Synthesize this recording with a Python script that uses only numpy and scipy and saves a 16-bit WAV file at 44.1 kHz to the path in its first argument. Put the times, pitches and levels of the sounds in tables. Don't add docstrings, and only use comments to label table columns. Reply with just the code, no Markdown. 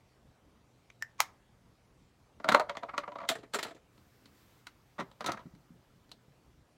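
import sys
import numpy as np
from scipy import signal
from scipy.fft import rfft, irfft, next_fast_len
from scipy.io import wavfile
from scipy.ndimage import uniform_filter1d

SR = 44100
rng = np.random.default_rng(int(sys.argv[2]) if len(sys.argv) > 2 else 0)


def gain_from_db(level_db):
    decades = np.asarray(level_db, float) / 20
    return 10 ** decades


def inscribe(sig):
    pcm = np.round(np.clip(np.atleast_2d(sig).T, -1, 1) * 32767)
    wavfile.write(sys.argv[1], SR, pcm.astype(np.int16))


N = 298913
LEAD = 200


def evened(x):
    return x / np.sqrt(np.mean(x ** 2) + 1e-20)


def peaked(x):
    return x / (abs(x).max() + 1e-12)


def levelled(x, size):
    z = rfft(x, next_fast_len(len(x) + 4 * LEAD))
    z = z / np.sqrt(uniform_filter1d(abs(z) ** 2, size=size) + 1e-20)
    return np.roll(irfft(z), LEAD)


def read(points, hz):
    f, value = np.transpose(points)
    return np.interp(np.log(hz + 1), np.log(f + 1), value)


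def add(mix, s, sound):
    part = mix[round(s * SR):][:len(sound)]
    part += sound[:len(part)]


def noise(spectrum, patchy_db):
    frames, hz = N // 256 + 5, np.fft.rfftfreq(1024, 1 / SR)
    a, b, patches = rng.standard_normal((frames, 513, 3)).T
    patches = uniform_filter1d(patches, 10, axis=0)
    patches = evened(uniform_filter1d(patches, 12, axis=1))
    z = (a + 1j * b) * gain_from_db(read(spectrum, hz)[:, None] + patchy_db * patches)
    return evened(signal.istft(z, nperseg=1024, noverlap=768)[1][:N])


# frequency in Hz, density in dB per Hz.
AIR_SPECTRUM = [(18, -36), (34, -4), (110, -6.5), (200, -9), (512, -15.5), (2610, -28.5), (6000, -33),
                (16000, -45.5)]
AIR_DB = -64
HUM_HZ, HUM_WIDTH_HZ, HUM_DB = 122.6, 3.8, -74


def air():
    pole = np.exp(-np.pi * HUM_WIDTH_HZ / SR)
    slow = signal.lfilter([1], [1, -pole], rng.standard_normal((2, N)))
    hum = ((slow[0] + 1j * slow[1]) * np.exp(2j * np.pi * HUM_HZ * np.arange(N) / SR)).real
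    return gain_from_db(AIR_DB - 1.5) * noise(AIR_SPECTRUM, patchy_db=2.0) + gain_from_db(HUM_DB) * evened(hum)


# time in seconds, level in dB.
SLEEVE_LEVEL = [
    (3.85, -91),
    (3.981, -77),
    (4.33, -75),
    (4.38, -71.5),
    (4.59, -73.5),
    (4.65, -79.5),
    (6.55, -86),
    (6.62, -100),
]
# frequency in Hz, density in dB per Hz.
CLOTH_SPECTRUM = [(300, -21), (1000, 5), (3000, -1.5), (6500, -4.5), (10500, -9.5), (13500, -4),
                  (16000, -6.5)]


def sleeve():
    s, db = np.transpose(SLEEVE_LEVEL)
    level_db = np.interp(np.arange(N) / SR, s, db, -130, -130)
    return gain_from_db(level_db + 3) * noise(CLOTH_SPECTRUM, patchy_db=.8)


# frequency in Hz, t60 in seconds.
ROOM_T60 = [(150, 0.24), (500, 0.61), (1000, 0.4), (2500, 0.25), (6000, 0.23), (12000, 0.17), (16000, 0.18)]
ROOM_DB = -6
LATE_DB, EARLY_T60_S = 11.5, 0.094
SCATTER_HZ, SCATTER_FROM_HZ = 140, 800


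def echo_tail():
    taps = np.zeros(SR // 2)
    slots = np.arange(70, len(taps) - 16, 16)
    taps[slots + rng.integers(0, 16, len(slots))] = rng.choice([-1., 1.], len(slots))
    fading = taps * gain_from_db(-60 * np.arange(len(taps)) / SR / EARLY_T60_S)
    early = levelled(fading, size=90)[LEAD:][:len(taps)] * 3.0
    taps = early + taps / np.linalg.norm(taps) * gain_from_db(LATE_DB)
    hz, lag_s, z = signal.stft(taps, SR, nperseg=256)
    tail = signal.istft(z * gain_from_db(-60 * lag_s / read(ROOM_T60, hz)[:, None]), SR, nperseg=256)[1]
    tail[:70] = 0
    return tail / np.linalg.norm(tail)


def room(x):
    out, t = np.zeros(N), np.arange(N) / SR
    low = signal.sosfiltfilt(signal.butter(2, SCATTER_FROM_HZ, fs=SR, output="sos"), x)
    high = signal.hilbert(x - low, next_fast_len(N))[:N]
    for k in range(3):
        share = np.sqrt(2 / 3) * np.cos(2 * np.pi * (7 * t + k / 3))
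        face = (high * np.exp(2j * np.pi * SCATTER_HZ * (k - 1.5) * t)).real / np.sqrt(3)
        out += signal.oaconvolve(low * share + face, echo_tail())[:N]
    return out


# start in seconds, peak in dB, pitch in Hz.
THUDS_AT = [
    (5.456, -36.5, 175),
    (5.536, -43.5, 141),
    (5.576, -49, 141),
    (5.705, -42.5, 182),
    (5.754, -51.5, 131.2),
    (5.959, -53, 130.3),
    (6.281, -48.5, 142),
]
THUD_T60_S = 0.11


def thuds():
    out, t = np.zeros(N), np.arange(8000) / SR
    for s, db, hz in THUDS_AT:
        pair = np.sin(2 * np.pi * hz * t) + 0.67 * np.sin(2 * np.pi * 1.27 * hz * t)
        swell = 1 - np.exp(-t / 0.0013)
        add(out, s, gain_from_db(db - 3.5) * peaked(pair * swell * gain_from_db(-60 * t / THUD_T60_S)))
    return out


EDGE_OCTAVES = .15


def ring(modes, stray, band_hz, tilt_db=0, edge_hz=1, edge_db=0):
    f = abs(np.fft.fftfreq(4096, 1 / SR)) + 1
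    hz, width, db = np.transpose(modes)[:, :, None]
    bend, weight = stray[:, :len(modes), None]
    hz = hz * (1 + .012 * bend)
    power = (gain_from_db(2 * db + 2.8 * weight) / (width ** 2 + (2 * (f - hz)) ** 2)).sum(0)
    power *= gain_from_db(2 * tilt_db * np.log2(f / band_hz[0]))
    power *= gain_from_db(2 * edge_db * np.exp(-(np.log2(f / edge_hz) / EDGE_OCTAVES) ** 2))
    power /= (1 + (band_hz[0] / f) ** 8) * (1 + (f / band_hz[1]) ** 6)
    log_gain = .5 * np.log(power + 1e-9 * power.max())
    minimum_phase = np.exp(np.conj(signal.hilbert(log_gain)))
    return np.fft.ifft(minimum_phase).real[:3800] * np.hanning(7600)[3800:] ** .5


CONTACTS_PER_S = 13000


def contact_forces(rise_s, chatter_s, loose, sharp):
    t = np.arange(2500) / SR
    after_s = np.maximum(t - rise_s, 0)
    lands = rng.random(len(t)) < CONTACTS_PER_S / SR
    force = loose * lands * rng.standard_normal(len(t))
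    force *= np.minimum(t / rise_s, 1) ** 1.9 * gain_from_db(-60 * after_s / chatter_s)
    force[round(.6 * rise_s * SR)] = 1
    quick = force * gain_from_db(-60 * after_s / chatter_s * (1 / np.clip(sharp, .1, 1) - 1))
    return [levelled(push, size=30) for push in (force, quick, force)]


# frequency in Hz, width in Hz, level in dB.
TABLE_MODES = [(134, 120, -7), (188, 190, -3), (218.37, 37, -4.5), (292, 36, -2.5), (374.4, 98, -4.5)]
# low, high edge in Hz.
PASS_BANDS = [(505, 3100), (2240, 22000), (106, 690)]
EDGE_BODY_DB, EDGE_CRACK_DB = 7.5, 6
DULL, WEAK, HARD_DB = 0.058, 0.14, -27
SLOW_RISE = .5
LINGER, FIRM_DB = 0.036, -26


def knocks(rows, body, crack, touch, base=TABLE_MODES, dull=DULL, edges=None, sharp=1):
    out = np.zeros(N)
    touch_rise_s, touch_chatter_s, loose = touch
    edges = edges or [(1, 1, 0.0046)] * len(rows)
    for row, (body_hz, crack_hz, longer_db) in zip(rows, edges):
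        s, body_db, crack_db, base_db, *lean_db = row
        rise_s = np.clip(touch_rise_s * gain_from_db(SLOW_RISE * (body_db - crack_db)), 1 / SR, .01)
        chatter_s = max(touch_chatter_s * gain_from_db(LINGER * (FIRM_DB - body_db) + longer_db), .001)
        forces = contact_forces(rise_s, chatter_s, loose, sharp)
        stray = rng.standard_normal((3, 2, 9))
        soft_db = -dull * max(body_db - crack_db + 7.0, 0) - WEAK * max(HARD_DB - crack_db, 0)
        responses = (ring(body, stray[0], PASS_BANDS[0], sum(lean_db), body_hz, EDGE_BODY_DB),
                     ring(crack, stray[1], PASS_BANDS[1], soft_db, crack_hz, EDGE_CRACK_DB),
                     ring(base, stray[2], PASS_BANDS[2]))
        start_s = s - .6 * rise_s - LEAD / SR
        for db, push, response in zip((body_db, crack_db, base_db), forces, responses):
            add(out, start_s, gain_from_db(db) * peaked(signal.fftconvolve(push, response)))
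    return out


# start in seconds, body, crack, table peaks in dB, body lean in dB per octave.
TICKS_AT = [
    (3.978, -58, -56, -56.5, -6.5),
    (4.257, -52.5, -48.5, -58.5, 10),
    (4.669, -37.5, -37.5, -66, 5.5),
    (5.1145, -49.5, -51, -63, -8.5),
    (5.550, -57.5, -55, -55, 10),
    (6.093, -63, -56.5, -61, 10.5),
    (6.116, -46.5, -40, -63.5, -10.5),
    (6.771, -55.5, -63, -47.5, -2),
]
# frequency in Hz, width in Hz, level in dB.
TICK_WALLS = [(980, 127.5, 5.7), (1426, 260, 12.7), (2000, 190, 3.9)]
# frequency in Hz, width in Hz, level in dB.
TICK_CONTACT = [(3000, 500, 22.5), (4120, 590, 28), (6200, 2300, 24), (8800, 4300, 28), (14210, 3000, -18)]


def ticks():
    return knocks(TICKS_AT, TICK_WALLS, TICK_CONTACT, (0.0026, 0.013, 0.788))


# start in seconds, body, crack, base peaks in dB.
TRAY_AT = [(4.9828, -35, -48.5, -49), (4.9893, -31.5, -43, -44), (4.9928, -31.5, -46, -38),
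           (4.9993, -33, -37.5, -37), (5.0052, -27.5, -38.5, -50), (5.0093, -29.5, -41, -41),
           (5.021, -38, -53.5, -39), (5.2075, -31, -36, -48), (5.219, -41, -51, -54),
           (5.2435, -30.5, -36.5, -44), (5.256, -40, -49, -47), (5.262, -29, -26, -38),
           (5.2747, -31, -34, -41), (5.2872, -23.5, -43, -33.5), (5.2925, -27.5, -36, -52),
           (5.306, -38, -50.5, -38), (5.3195, -30.5, -29, -49), (5.333, -35, -47.5, -46),
           (5.343, -38, -54, -46), (5.3725, -36, -48, -60), (5.393, -43, -53, -55),
           (5.461, -54.5, -65.5, -46.5)]
# body pitch in Hz, crack pitch in Hz, longer chatter in dB.
TRAY_EDGES = [(1090, 3400, 6), (1930, 3600, 4), (800, 4200, -4), (1080, 3800, -6), (1270, 3300, -17),
              (1210, 3500, -7), (1200, 3000, -3), (1234.4, 4724, -2), (1500, 3000, 2), (1050, 4400, -1.5),
              (1320, 4300, 5), (1370, 3900, 4), (1340, 4100, 2.5), (707, 3930, -6.5), (1260, 4413, 6.5),
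              (590, 3000, -8.5), (1120, 4660, -7), (1250, 3300, 1), (1120, 3000, -6), (1710, 2600, 1),
              (1000, 3200, 9), (1240, 4260, -1)]
# frequency in Hz, width in Hz, level in dB.
TRAY_WALLS = [(385, 16, -6.5), (590, 280, -13), (638, 154, 4), (969, 99, -0.5), (1303, 200, 4.5),
              (1600, 280, -28), (1950, 490, 5.5)]
# frequency in Hz, width in Hz, level in dB.
TRAY_CONTACT = [(2913, 1800, -14), (3900, 600, 6), (5026, 4300, 16), (5700, 1300, -17), (6000, 530, 3.5),
                (8400, 3700, 10), (11800, 1100, -8), (14510, 2900, -16)]
# frequency in Hz, width in Hz, level in dB.
DRAWER_MODES = [(142, 140, 10), (217, 22, -0.5), (310, 61, 3), (400, 130, -21)]


def tray():
    return knocks(TRAY_AT, TRAY_WALLS, TRAY_CONTACT, (.003, 0.034, 0.35), DRAWER_MODES,
                  dull=0.36, edges=TRAY_EDGES, sharp=0.74)


# start in seconds, body, crack, base peaks in dB.
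JARS_AT = [(3.2887, -23.5, -15, -46.5), (3.299, -29.5, -25, -33), (3.312, -28.5, -33, -60),
           (3.353, -36, -41, -43.5), (3.3832, -54.5, -53.5, -44.5), (3.4312, -47, -54.5, -47),
           (3.5367, -29.5, -28, -39), (3.5449, -22, -23.5, -57), (3.556, -32, -38, -33),
           (3.588, -28, -31, -39.5), (3.629, -33, -27, -40), (3.649, -33.5, -39, -42.5),
           (3.666, -42, -42.5, -61), (3.681, -43.5, -46, -47.5), (3.709, -42, -48.5, -48),
           (3.748, -68, -53, -49), (3.764, -53, -60, -76)]
# body pitch in Hz, crack pitch in Hz, longer chatter in dB.
JAR_EDGES = [(2060, 3600, 1), (1480, 2200, -2.5), (720, 3300, 4), (1740, 8800, 0), (480, 4600, 6),
             (590, 2426.4, 3.5), (1470, 4200, 4.5), (1400, 8050, 0.5), (1769, 5700, -0.5),
             (2080, 5100, 3.5), (1950, 4400, 0), (656, 4300, 0.5), (1414.1, 2300, 0.5), (690, 5035, 6),
             (675, 2300, -1), (480, 6700, 2.5), (735, 2400, 2)]
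# frequency in Hz, width in Hz, level in dB.
JAR_WALLS = [(443, 240, -3), (531, 150, -11), (666, 65, 9), (929, 120, 9.5), (1280, 140, 11.5),
             (1450, 320, 13), (1800, 310, 13.5), (2375, 130, -29)]
# frequency in Hz, width in Hz, level in dB.
JAR_CONTACT = [(2826, 1600, 3.5), (3595.3, 790, -0.5), (4135.2, 230, -9), (5600, 2000, -1.5),
               (6400, 640, -12), (7460, 420, -6.5), (9600, 3200, 0), (13000, 2200, -11.5)]
# frequency in Hz, width in Hz, level in dB.
SHELF_MODES = [(223, 90, -8.5), (296, 90, -0.5), (366, 150, -2), (431, 80, 2.5)]
JAR_TOUCH, SCRAPE_TOUCH = (0.0041, 0.042, 1.2), (0.0052, 0.051, 0.28)
SCRAPE_FROM_S = 3.5


def jars():
    early = sum(row[0] < SCRAPE_FROM_S for row in JARS_AT)
    loose = knocks(JARS_AT[:early], JAR_WALLS, JAR_CONTACT, JAR_TOUCH, SHELF_MODES,
                   edges=JAR_EDGES[:early])
    dragged = knocks(JARS_AT[early:], JAR_WALLS, JAR_CONTACT, SCRAPE_TOUCH, SHELF_MODES,
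                     edges=JAR_EDGES[early:])
    return loose + dragged


# start in seconds, body, crack peaks in dB, lean in dB per octave.
ROCK_AT = [(2.690, -38, -56, 3), (2.6955, -27.5, -32.5, -2), (2.7517, -38, -47.5, 0),
           (2.77, -26.5, -32.5, -3), (2.8270, -40, -56, -5.5), (2.833, -30, -41, -2.5),
           (2.8865, -38, -53.5, -1.5), (2.892, -34.5, -52, 4), (2.937, -32.5, -55, -0.5),
           (2.9451, -37.5, -55, 4), (2.966, -44, -56.5, 3), (2.9794, -21.5, -25, 1),
           (3.0352, -34.5, -53, 2.5), (3.078, -32, -48, -3.5), (3.087, -41, -55.5, -6),
           (3.119, -35.5, -47.5, -2.5), (3.156, -30, -47.5, -7), (3.186, -34, -45.5, -2),
           (3.203, -36.5, -52.5, 4), (3.215, -35, -47, -2.5), (3.229, -36.5, -51, -5.5),
           (3.237, -36.5, -53, 0), (3.2501, -37, -54, -4)]
# body pitch in Hz, crack pitch in Hz, longer chatter in dB.
ROCK_EDGES = [(1080, 2600, 3), (1540, 3400, 1), (1116, 4300, 0), (1970, 3540, -3), (980, 2900, 0),
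              (643, 3900, -1.5), (1110, 2600, 0), (1227, 3000, 2), (1256, 4630, 1), (1170, 3700, 0),
              (2290, 2500, 2), (1300, 2400, -7.5), (1253.9, 2500, 1), (649.74, 3000, 1), (1216, 2610, 0),
              (1003.3, 3050, 1), (1144, 3700, -0.36), (1297.8, 2400, -1), (1106, 4500, 0), (670, 2100, -1),
              (1153, 3300, 0), (690, 3400, 0), (1130, 3590, 0)]
# frequency in Hz, width in Hz, level in dB.
ROCK_WALLS = [(510, 70, -7), (576, 13, -1), (670, 25.8, 0), (800, 67, -0.5), (967, 44, 5), (1153, 34, -0.5),
              (1350, 130, 8.5), (1607.6, 1800, -16.5), (2056, 370, 11)]
# frequency in Hz, width in Hz, level in dB.
ROCK_CONTACT = [(2600, 2000, 9.5), (3400, 1500, 8), (4070, 1200, 14), (6640, 1100, 7.5), (7820, 3300, -5.5),
                (11000, 5400, -25), (14630, 600, -24)]
ROCK_THUMP_DB = -18


def compact_rocks():
    tips = [(s, body_db, crack_db, body_db + ROCK_THUMP_DB, lean_db)
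            for s, body_db, crack_db, lean_db in ROCK_AT]
    return knocks(tips, ROCK_WALLS, ROCK_CONTACT, (0.0033, 0.019, 0.54),
                  dull=0.34, edges=ROCK_EDGES, sharp=.45)


# start in seconds, body, crack, table peaks in dB, lean in dB per octave.
DROP_AT = [(2.400, -39, -55.5, -46.5, 0.5), (2.4440, -21.5, -36, -41, 0),
           (2.4545, -32.5, -53.5, -42.5, -3.5), (2.468, -35.5, -62, -46, -6),
           (2.4815, -28, -45, -43.5, 1.5), (2.4886, -12.5, -17.5, -29.5, 3.5), (2.4931, -15.5, -23, -33, 0),
           (2.5173, -19.5, -30.5, -29, 4.5), (2.522, -16, -22, -37.5, 2.5), (2.5432, -21, -35, -38, -0.5),
           (2.5467, -6, -16.5, -32, 1.5), (2.574, -30, -42.5, -44, -1), (2.5972, -18.5, -28, -40.5, -4),
           (2.6038, -22.5, -36.5, -65, -1), (2.6125, -25.5, -44.5, -49, -1)]
# body pitch in Hz, crack pitch in Hz, longer chatter in dB.
DROP_EDGES = [(656.6, 5000, 1.5), (1378, 4800, -4), (620, 3000, -0.5), (550, 3800, 0.5), (696, 2800, 0.5),
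              (1759, 3600, -0.5), (760, 3800, -2), (1290, 3430, -3.5), (1400, 2200, 0), (580, 3000, -0.5),
              (1110, 4200, -5.5), (614.2, 3000, -1), (1380, 4300, -3), (1290, 2800, -3.5), (615, 2800, -13)]
# frequency in Hz, width in Hz, level in dB.
COMPACT_WALLS = [(495, 43, -12), (600, 34, -12.5), (625, 100, 2), (736, 170, -3.5), (931.6, 14, -10.5),
                 (1100, 250, 5), (1365, 66, -2.5), (1630, 330, -1), (2050, 160, -4.5)]
# frequency in Hz, width in Hz, level in dB.
COMPACT_CONTACT = [(2790, 3100, 12.5), (3153, 1500, -2.5), (4100, 700, 12.5), (4500, 566, -6.5),
                   (6400, 2280, 12.5), (6880, 1400, -5.5), (9020, 18000, -6), (14000, 3000, -20)]


def compact_drops():
    return knocks(DROP_AT, COMPACT_WALLS, COMPACT_CONTACT, (.0014, 0.02, 0.41), edges=DROP_EDGES, sharp=.7)


# start in seconds, body, crack, table peaks in dB.
LIP_AT = [
    (.9011, -44.5, -51.5, -77.5),
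    (1.1809, -62, -61, -70.5),
]
# frequency in Hz, width in Hz, level in dB.
LIP_WALLS = [(2320, 300, -4.5), (1306, 500, -14)]
# frequency in Hz, width in Hz, level in dB.
LIP_CONTACT = [(3661, 460, -5.5), (6200, 600, 0.5), (7000, 5000, 2), (9360, 2000, -8.5)]


def cap_on_lip():
    return knocks(LIP_AT, LIP_WALLS, LIP_CONTACT, (0.00081, .015, .9))


# start in seconds, body, crack, table peaks in dB.
CAP_AT = [
    (1.0242, -25, -26, -72.5),
]
# frequency in Hz, width in Hz, level in dB.
CAP_WALLS = [(1020, 240, -15), (1410, 86, -11), (1720, 70, -7), (1790, 50, 4), (1900, 70, -4.5)]
# frequency in Hz, width in Hz, level in dB.
CAP_CONTACT = [(2820, 400, -2), (3070, 400, -6.5), (5250, 279.3, -1), (5650, 350, 6.5), (7230, 360, 3.5),
               (8800, 7000, -4), (11800, 920, -4), (13640, 1100, 0)]


def cap_click():
    return knocks(CAP_AT, CAP_WALLS, CAP_CONTACT, (0.00055, 0.0018, 0.22))


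CAP_RING_HZ, CAP_RING_DB, CAP_RING_T60_S = 1830, -54, .25


def cap_ring():
    out, t = np.zeros(N), np.arange(SR // 3) / SR
    pair = np.sin(2 * np.pi * CAP_RING_HZ * t) + 0.43 * np.sin(2 * np.pi * 1.1 * CAP_RING_HZ * t)
    add(out, CAP_AT[0][0], gain_from_db(CAP_RING_DB - 60 * t / CAP_RING_T60_S) * pair)
    return out


# start in seconds, body, crack, table peaks in dB.
SNAP_AT = [
    (1.2038, -11, -7, -68.5),
]
# frequency in Hz, width in Hz, level in dB.
SNAP_WALLS = [(560, 300, -10.5), (830, 100, -4), (1004, 110, 0), (1190, 130, 0), (1280, 130, -3.5),
              (1520, 270, -6.5), (1993, 170, -1.5), (2269, 130, -3), (2453.3, 140, -7.5)]
# frequency in Hz, width in Hz, level in dB.
SNAP_CONTACT = [(3220, 770, -2), (4130, 640, -4), (4800, 700, -5), (5600, 950, 2.5), (6500, 690, 2.5),
                (8500, 8900, 12), (11700, 1200, -6.5), (14000, 2200, -0.5)]


def cap_snap():
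    return knocks(SNAP_AT, SNAP_WALLS, SNAP_CONTACT, (.0007, 0.0073, 0.65))


SWELL_HZ, SWELL_DB, SWELL_S = (1100, 2410), (-24.5, -36.5), .0035


def snap_swell():
    out, t = np.zeros(N), np.arange(-900, 60) / SR
    walls = sum(gain_from_db(db) * np.sin(2 * np.pi * hz * t) for hz, db in zip(SWELL_HZ, SWELL_DB))
    add(out, SNAP_AT[0][0] + t[0], walls * np.exp(np.minimum(t, -8 * t) / SWELL_S))
    return out


CAP_WET, SNAP_WET = .45, 0.88


def scene():
    cap = cap_on_lip() + cap_click()
    snap = cap_snap()
    table = thuds() + ticks() + tray() + jars() + compact_rocks() + compact_drops()
    near = table + cap + cap_ring() + snap + snap_swell()
    to_room = near - (1 - CAP_WET) * cap - (1 - SNAP_WET) * snap
    return (near + gain_from_db(ROOM_DB) * room(to_room) + air() + sleeve())[None]


def top_cut(x):
    return signal.sosfilt(signal.butter(12, 16640, fs=SR, output="sos"), x)


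MIC_HZ = (38, 16150)
SMEAR_DB, SMEAR_S, SMEAR_HZ = -25, .018, (600, 8500)


def record(dry):
    low_cut = signal.sosfilt(signal.butter(3, MIC_HZ[0], "highpass", fs=SR, output="sos"), dry)
    heard = signal.oaconvolve(low_cut, signal.firwin(255, MIC_HZ[1], fs=SR)[None], "same")
    grain = rng.standard_normal(1200)
    lead = grain * np.clip(1 - np.arange(len(grain)) / SR / SMEAR_S, 0, 1)
    lead /= np.linalg.norm(lead)
    middle = signal.sosfiltfilt(signal.butter(4, SMEAR_HZ, "bandpass", fs=SR, output="sos"), heard)
    ahead = signal.oaconvolve(middle[:, ::-1], lead[None])[:, :N][:, ::-1]
    return top_cut(heard + gain_from_db(SMEAR_DB) * ahead)


dry = scene()
out = record(dry)
inscribe(out)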